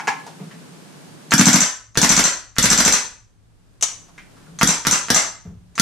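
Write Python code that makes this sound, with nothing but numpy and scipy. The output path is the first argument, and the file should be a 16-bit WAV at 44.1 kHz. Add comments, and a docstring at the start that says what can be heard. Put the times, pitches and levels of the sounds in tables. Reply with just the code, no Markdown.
"""A small, bare room with near walls, on a stereo microphone: an airsoft rifle with a moving bolt.
Hands take the grip, three short bursts go off, the selector clicks, and four single shots follow.
Each pull drops the hammer on the valve; each round is a sharp crack, the steel bolt ringing at the back
of its travel and a thud as it shuts. Faint hiss and rumble lie underneath. The recorder's gain control
ducks at the first shot and creeps back, and its bass fills in after the first burst."""
import sys
import numpy as np
from scipy import signal
from scipy.fft import rfft, irfft
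from scipy.io import wavfile

SR = 44100
rng = np.random.default_rng(int(sys.argv[2]) if len(sys.argv) > 2 else 0)


def output_pcm(signal):
    """Save a mono or channel-first signal as 16-bit PCM at the path in sys.argv[1].

    Samples are clipped to [-1, 1] before scaling.
    """
    pcm = np.clip(np.atleast_2d(signal).T, -1, 1) * 32767
    wavfile.write(sys.argv[1], SR, np.round(pcm).astype(np.int16))


N = 256220
T = np.arange(SR // 2) / SR  # time within one blow

# pulls of the trigger: first_crack_s, round_count, squeeze_lead_s, hammer_db, crack_db, bolt_db, thump_db
PULLS = [(1.338, 4, .03, -11.5, 11.5, 10, 16), (1.9735, 4, .028, -7.5, 11, 9.5, 6),
         (2.5838, 5, .028, -10.5, 11, 9, 4), (4.631, 1, .043, -7.5, 9.5, 8, 11.5),
         (4.8692, 1, .03, -5, 11.5, 11, 7.5), (5.1032, 1, .03, -6.5, 10.5, 11, 3.5),
         (5.7978, 1, .044, -7, 19.5, 11, 18.5)]
# resonances of the steel bolt: pitch_hz, level_db, t60_s, left_minus_right_db
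BOLT_MODES = [(6080, -15, .04, -2), (6045, 1, 0.023, 8.5), (6130, -2.5, 0.037, 14),
              (5900, -12, 0.021, -0.5), (6900, -12, 0.035, -1), (7486, -3, 0.015, -9.5),
              (7490, -1, 0.049, -6)]
# spectrum of steel meeting steel: frequency_hz, level_db
STEEL_COLOUR = [(100, -25), (400, -23.5), (800, -12.5), (2000, -8), (3000, -19), (4200, -4), (5100, -15.5),
                (6000, 1), (7600, -2), (8600, -23.5), (9600, -10), (11000, -36), (16000, -28.5)]
# spectrum of the background hiss and of brushing cloth: frequency_hz, level_db
HISS_COLOUR = [(150, -30.5), (250, 1.5), (519, -6.5), (1180, -12), (1700, -13), (1850, -16), (5440, -19),
               (9010, -20.5), (14400, -34), (16000, -64.5)]


def amp(db):
    """Decibels to gain."""
    return 10 ** (np.asarray(db) / 20)


def read(points, hz):
    """A table's value at a frequency, joined on a log axis."""
    f, value = np.transpose(points)
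    return np.interp(np.log(hz + 1), np.log(f + 1), value)


def add(mix, s, sound):
    """Lays a sound into the mix at time s."""
    part = mix[:, max(round(s * SR), 0):][:, :sound.shape[-1]]
    part += sound[..., :part.shape[1]]


def sized(x):
    """Gives a blow the energy of five milliseconds at full level."""
    return x * np.sqrt(.005 * SR / np.mean(np.sum(x ** 2, -1)))


def low_cut(x, hz, order=2):
    """Rolls off the bass below hz."""
    return signal.sosfilt(signal.butter(order, hz, "high", fs=SR, output="sos"), x)


def coloured(x, colour, size=4096):
    """Shapes a blow to a spectrum with a causal filter, at a standard energy."""
    log_gain = np.log(amp(read(colour, abs(np.fft.fftfreq(size, 1 / SR)))))
    minimum_phase = np.exp(np.conj(signal.hilbert(log_gain)))
    taps = np.fft.ifft(minimum_phase).real[:size // 2]
    return sized(signal.fftconvolve(x, taps)[:len(x)])


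def contact(chatter_db, chatter_s):
    """One sharp push followed by the dying chatter of loose parts."""
    push = rng.standard_normal(len(T)) * np.exp(-T / chatter_s)
    push *= amp(chatter_db) / np.linalg.norm(push)
    push[0] = -1
    return push


def blow(colour, chatter_db, chatter_s):
    """A contact heard through the spectrum of the part it strikes."""
    return coloured(contact(chatter_db, chatter_s), colour)


def ring(modes, push):
    """A push rings each mode of a part; each mode has its own left-right balance at the microphone."""
    out = np.zeros((2, len(T)))
    for hz, db, t60, side_db in modes:
        mode = amp(-60 * T / t60) * np.sin(2 * np.pi * hz * T)
        driven = signal.fftconvolve(push, mode)[:len(T)]
        sides = amp([[db + side_db / 2], [db - side_db / 2]])
        out += sides * driven * np.linalg.norm(mode) / np.linalg.norm(driven)
    return sized(out)


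def noise(colour, likeness):
    """Steady stereo noise of unit level; likeness is the left-right correlation."""
    a, b = rng.standard_normal((2, N))
    pair = np.array([a, likeness * a + np.sqrt(1 - likeness ** 2) * b])
    x = irfft(rfft(pair) * amp(read(colour, np.fft.rfftfreq(N, 1 / SR))), N)
    return x / x.std()


def room(x, wet_db, build_s=.01, spread_s=.0003):
    """Near walls throw single echoes at the microphone; a dense tail builds up and dies band by band."""
    decay = [(150, 0.55), (400, 0.3543), (1000, 0.39), (2700, 0.3519), (6000, 0.3632), (9000, 0.333),
             (15000, 0.2345)]  # reverberation time: frequency_hz, t60_s
    likeness = [(100, 0.56), (300, 0.82), (600, 0.31), (2000, 0.56), (5000, 0.5), (15000, 0.12)]  # how alike the tail is left and right: frequency_hz, correlation
    reflections = [(.0042, -5.5), (.0074, -12.5), (.0088, -7), (0.0133, -9.5), (.017, -13)]  # first echoes off the walls: delay_s, level_db
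    # spectrum of the tail: frequency_hz, level_db
    colour = [(100, -15), (300, -5), (700, -2), (3000, .5), (7000, -2), (14000, -1.5)]
    hz, t, (a, b) = signal.stft(rng.standard_normal((2, SR * 3 // 4)), SR, nperseg=256)
    same = read(likeness, hz)[:, None]
    tail = np.array([a, same * a + np.sqrt(1 - same ** 2) * b])
    tail *= amp(-60 * t / read(decay, hz)[:, None])
    tail *= amp(read(colour, hz))[:, None]
    tail *= 1 - np.exp(-(t / build_s) ** 2)
    response = signal.istft(tail, SR, nperseg=256)[1]
    response *= amp(wet_db) / np.linalg.norm(response[0])
    for delay_s, db in reflections:
        arrivals_s = delay_s + spread_s * rng.uniform(-1.06, 1, 2)
        response[[0, 1], np.round(arrivals_s * SR).astype(int)] += amp(db)
    return x + signal.fftconvolve(x, response, axes=1)[:, :N]


def room_tone():
    """A faint hiss and a steady low rumble."""
    rumble = [(59, -68.5), (100, -42.5), (113, -29), (121, -19), (137, -2.5), (156, 5.5), (400, -27.5),
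              (520, -48), (880, -120)]  # spectrum of the rumble: frequency_hz, level_db
    return amp(-46) * noise(HISS_COLOUR, likeness=.068) + amp(-45.5) * noise(rumble, likeness=.36)


def sleeves(attack_s=.043, release_s=.12):
    """Sleeves brush the rifle as the hand moves to the grip: each rustle swells, holds and dies away."""
    rustles = [(0, .15, -48.5), (3.9, 0.53, -48)]  # brushes of cloth: start_s, length_s, level_db
    t, level = np.arange(N) / SR, np.zeros(N)
    for s, length_s, db in rustles:
        swell = np.clip((t - s) / attack_s, 0, 1)
        fade = np.exp(-np.maximum(t - s - length_s, 0) / release_s)
        level += amp(db) * swell * fade
    return level * noise(HISS_COLOUR, likeness=.17)


def grip_knocks():
    """The hand knocks on the hollow receiver as it takes the grip."""
    knocks = [(0.0, -26.5), (0.073, -21.5), (0.0784, -14)]  # knocks of the hand: start_s, level_db
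    modes = [(864, -1.5, 0.15, 0), (857, 2.5, 0.2, 0.011), (933, -12.5, 0.071, 0.0015),
             (1068, -3.5, 0.44, 0.0078), (1376, -11.5, .05, 0), (1646, -2, .05, 0),
             (1709, 0.5, 0.088, 0.023), (2280, -2, .04, 0.026), (2540, -12, 0.048, 0.018)]  # receiver resonances: pitch_hz, level_db, t60_s, left_minus_right_db
    colour = [(100, -49), (300, -31), (600, -9.5), (840, 13.5), (1250, -6), (1650, 1.5), (2400, -4.5),
              (3600, -16.5), (6500, -13), (15000, -45)]  # spectrum of a knock: frequency_hz, level_db
    out = np.zeros((2, N))
    for s, db in knocks:
        push = contact(chatter_db=4, chatter_s=.015)
        add(out, s, amp(db) * (ring(modes, push) + amp(2.5) * coloured(push, colour)))
    return out


def finger_ticks():
    """Fingers tick on the rifle, each touch peaking at its own pitch."""
    ticks = [(0.265, -32.5, 865), (0.51, -41, 1950), (4.084, -38.5, 990), (4.179, -27, 2010),
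             (4.367, -41, 1400), (4.463, -45.5, 1350)]  # touches: start_s, level_db, pitch_hz
    out = np.zeros((2, N))
    for s, db, hz in ticks:
        colour = [(100, -26), (hz / 2, -11), (hz, 0), (hz * 2, -17), (7000, -20), (15000, -40)]
        add(out, s, amp(db) * blow(colour, chatter_db=20, chatter_s=.019))
    return out


def weight_shifts(lean_s=5.46):
    """Dull bumps as the shooter shifts his weight; the floor booms as he leans forward."""
    bumps = [(0.399, -20), (0.53, -26.5), (4.48, -25), (5.45, -6)]  # shifts of weight: start_s, level_db
    bump_colour = [(30, -42), (75, -33.5), (115, -17.5), (165, 20), (240, -18), (400, -17), (1500, -32),
                   (8000, -54.5)]  # spectrum of a bump: frequency_hz, level_db
    floor_colour = [(20, -14), (45, -8.5), (72, 0), (110, -2), (150, -22), (400, -50), (2000, -73)]  # spectrum of the floor's boom: frequency_hz, level_db
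    out = np.zeros((2, N))
    add(out, lean_s, amp(-4.5) * blow(floor_colour, chatter_db=17, chatter_s=.09))
    for s, db in bumps:
        add(out, s, amp(db) * blow(bump_colour, chatter_db=19.5, chatter_s=.045))
    return out


def trigger():
    """The steel trigger scrapes softly as it is squeezed."""
    out = np.zeros((2, N))
    for s, _, squeeze_lead_s, *_ in PULLS:
        add(out, s - squeeze_lead_s, amp(-21) * blow(STEEL_COLOUR, chatter_db=19, chatter_s=.013))
    return out


def hammer(lead_s=.018, rebound_s=.0075):
    """Just ahead of each pull's first crack, the hammer pops the valve and rebounds."""
    colour = [(40, -19.5), (150, 3), (400, -9.5), (800, -5.5), (1200, 5.5), (1700, 3.5), (2600, -2),
              (3700, -10), (6000, -9.5), (9000, -19), (16000, -40.5)]  # spectrum of the hammer blow: frequency_hz, level_db
    out = np.zeros((2, N))
    for s, _, _, db, *_ in PULLS:
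        fall_s = s - lead_s
        add(out, fall_s, amp(db) * blow(colour, chatter_db=-7, chatter_s=.0025))
        add(out, fall_s + rebound_s, amp(db - 3) * blow(colour, chatter_db=17, chatter_s=.0018))
    return out


def rounds(cycle_s=.07385):
    """The rifle cycles while the trigger is held: start_s, first, last, crack_db, bolt_db, thump_db."""
    for s, count, _, _, crack_db, bolt_db, thump_db in PULLS:
        for k in range(count):
            yield s + k * cycle_s, k == 0, k == count - 1, crack_db, bolt_db, thump_db


def cracks():
    """Each shot cracks, shakes the steel bolt and lets out a low puff of air, a little to the right."""
    crack_colour = [(40, -9.5), (200, 0), (550, -7), (1000, -5.5), (1600, 1), (2700, -10.5), (4300, -4),
                    (5900, -3), (8300, -13), (11000, -9.5), (13000, -20.5), (16000, -35)]  # spectrum of the crack: frequency_hz, level_db
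    puff_colour = [(20, -20), (40, -16), (57, 2), (80, -16), (120, -5), (200, -10.5), (500, -43.5),
                   (2000, -68)]  # spectrum of the puff: frequency_hz, level_db
    out = np.zeros((2, N))
    for s, _, _, db, _, _ in rounds():
        push = contact(chatter_db=.5, chatter_s=.0028)
        add(out, s, amp(db) * (coloured(push, crack_colour) + amp(-8.5) * ring(BOLT_MODES, push)))
        puff = blow(puff_colour, chatter_db=9, chatter_s=.013)
        add(out, s, amp(db - 11) * puff * amp([[-2], [2]]))
    return out


def shove(hz, rise_s):
    """A low swing that swells for a moment and rings the body of the rifle."""
    modes = [(206, 5.5, 0.06, -0.2), (280.3, -9, 0.25, 3.5), (167, -8.5, 0.24, -6), (239.2, -7.5, 0.3, 0.5)]  # body resonances: pitch_hz, level_db, t60_s, left_minus_right_db
    return ring(modes, T * np.exp(-T / rise_s) * np.cos(2 * np.pi * hz * T))


def recoil(crack_lead_s=.00067, shut_lead_s=.0048):
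    """Every crack shoves the whole rifle with a short low thump; another comes as the bolt shuts and the hammer
    falls for the next round, much weaker after a pull's last round."""
    out = np.zeros((2, N))
    kick, slam = shove(hz=195, rise_s=.00086), shove(hz=187, rise_s=.0037)
    for s, *_, thump_db in rounds():
        add(out, s - crack_lead_s, amp(thump_db) * kick)
    for s, _, thump_db in closings():
        add(out, s - shut_lead_s, amp(thump_db + 4) * slam)
    return out


def back_stops(back_s=.0448, first_back_s=.0425):
    """The bolt hits the back of its travel, sooner and more gently from rest: start_s, level_db."""
    for s, first, _, _, bolt_db, _ in rounds():
        yield s + (first_back_s if first else back_s), bolt_db - 4 * first


def closings(shut_s=.0565, last_shut_s=.0594):
    """The spring drives the bolt home, later on a pull's last round: start_s, clack_db, thump_db."""
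    for s, first, last, _, bolt_db, thump_db in rounds():
        clack_db = bolt_db - 2 * first - 3 * last  # softer on the rounds that open and end a pull
        yield s + (last_shut_s if last else shut_s), clack_db, thump_db - 11 * last


def bolt_ring():
    """The steel bolt rings as it chatters against the back stop, and again as it shuts."""
    out = np.zeros((2, N))
    for s, db in back_stops():
        add(out, s, amp(db + 3.5) * ring(BOLT_MODES, contact(chatter_db=2.5, chatter_s=.0054)))
    for s, db, _ in closings():
        add(out, s, amp(db - 1) * ring(BOLT_MODES, contact(chatter_db=13.5, chatter_s=.0059)))
    return out


def bolt_clatter(slide_s=.004):
    """The bolt strikes the back stop, scrapes forward and clacks shut, rattling the receiver."""
    clack_colour = [(40, -16), (200, -11.5), (450, -5), (900, -3), (1550, -0.5), (2500, -5.5), (4000, -10),
                    (6000, -1.5), (8500, -9.5), (11000, -18), (16000, -51.5)]  # spectrum of the closing bolt: frequency_hz, level_db
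    out = np.zeros((2, N))
    for s, db in back_stops():
        add(out, s, amp(db - 2.5) * blow(STEEL_COLOUR, chatter_db=13.5, chatter_s=.004))
    for s, db, _ in closings():
        add(out, s - slide_s, amp(db - 5.5) * blow(clack_colour, chatter_db=8, chatter_s=.021))
        add(out, s, amp(db - .5) * blow(clack_colour, chatter_db=0, chatter_s=.0099))
    return out


def selector():
    """The selector lever slides and snaps into its notch, a little left of the microphone."""
    clicks = [(3.811, -17), (3.8254, 2), (3.833, -1)]  # contacts of the lever: start_s, level_db
    colour = [(100, -32), (600, -19), (2000, -14), (5000, -13), (6000, 3), (7600, -6.5), (8800, -11.5),
              (11000, -28), (16000, -40)]  # spectrum of a click: frequency_hz, level_db
    out = np.zeros((2, N))
    for s, db in clicks:
        add(out, s, amp(db) * blow(colour, chatter_db=7, chatter_s=.0036) * amp([[1.3], [-1.3]]))
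    return out


def scene():
    """What reaches the microphone: the rifle and hands in the room, sleeves and room tone."""
    shots = room(hammer() + cracks(), wet_db=-1.5)
    bolt = room(bolt_ring(), wet_db=.5) + room(bolt_clatter(), wet_db=3.5)
    levers = room(trigger() + selector(), wet_db=-4)
    handling = room(grip_knocks() + finger_ticks() + weight_shifts(), wet_db=-6)
    body = low_cut(recoil() + levers + handling, hz=70.4)  # small bodies radiate hardly any deep bass
    return shots + bolt + body + room_tone() + sleeves()


def gain_control(x, limit_db=-11, sense_s=.004, recover_db_per_s=12, sense_hz=400):
    """The recorder's gain falls at once when the sound above the bass passes the limit, then creeps up."""
    power = (low_cut(x, sense_hz) ** 2).mean(0)
    keep = np.exp(-1 / (sense_s * SR))
    power_db = 10 * np.log10(signal.lfilter([1 - keep], [1, -keep], power) + 1e-12)
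    recovery_db = recover_db_per_s * np.arange(N) / SR
    held_db = np.maximum.accumulate(power_db + recovery_db) - recovery_db
    return x * amp(-np.maximum(held_db - limit_db, 0))


def thin_start(x, cut_hz=124, bass_db=-19, fill_start_s=1.6, fade_s=.3):
    """The recorder's bass is turned down at first and fills in as the first burst dies away."""
    full = np.clip((np.arange(N) / SR - fill_start_s) / fade_s, 0, 1)
    thin = low_cut(x, cut_hz, order=6) + amp(bass_db) * x
    return full * x + (1 - full) * thin


def record(dry):
    """Gain control, a deep rumble at the microphone, the early bass cut, clipping and the band limit."""
    rumble = [(12, -34.5), (20, -2.5), (43, -6.5), (59, -3), (91, -14.5), (110, 4), (140, -30), (240, -120)]  # spectrum of the rumble at the microphone: frequency_hz, level_db
    track = gain_control(dry) + amp(-54) * noise(rumble, likeness=.24)
    clipped = np.clip(thin_start(track), -1, 1)
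    band_limit = signal.firwin(255, 15600, window=("kaiser", 8), fs=SR)
    return signal.oaconvolve(clipped, band_limit[None], "same")


dry = scene()
out = record(dry)
output_pcm(out)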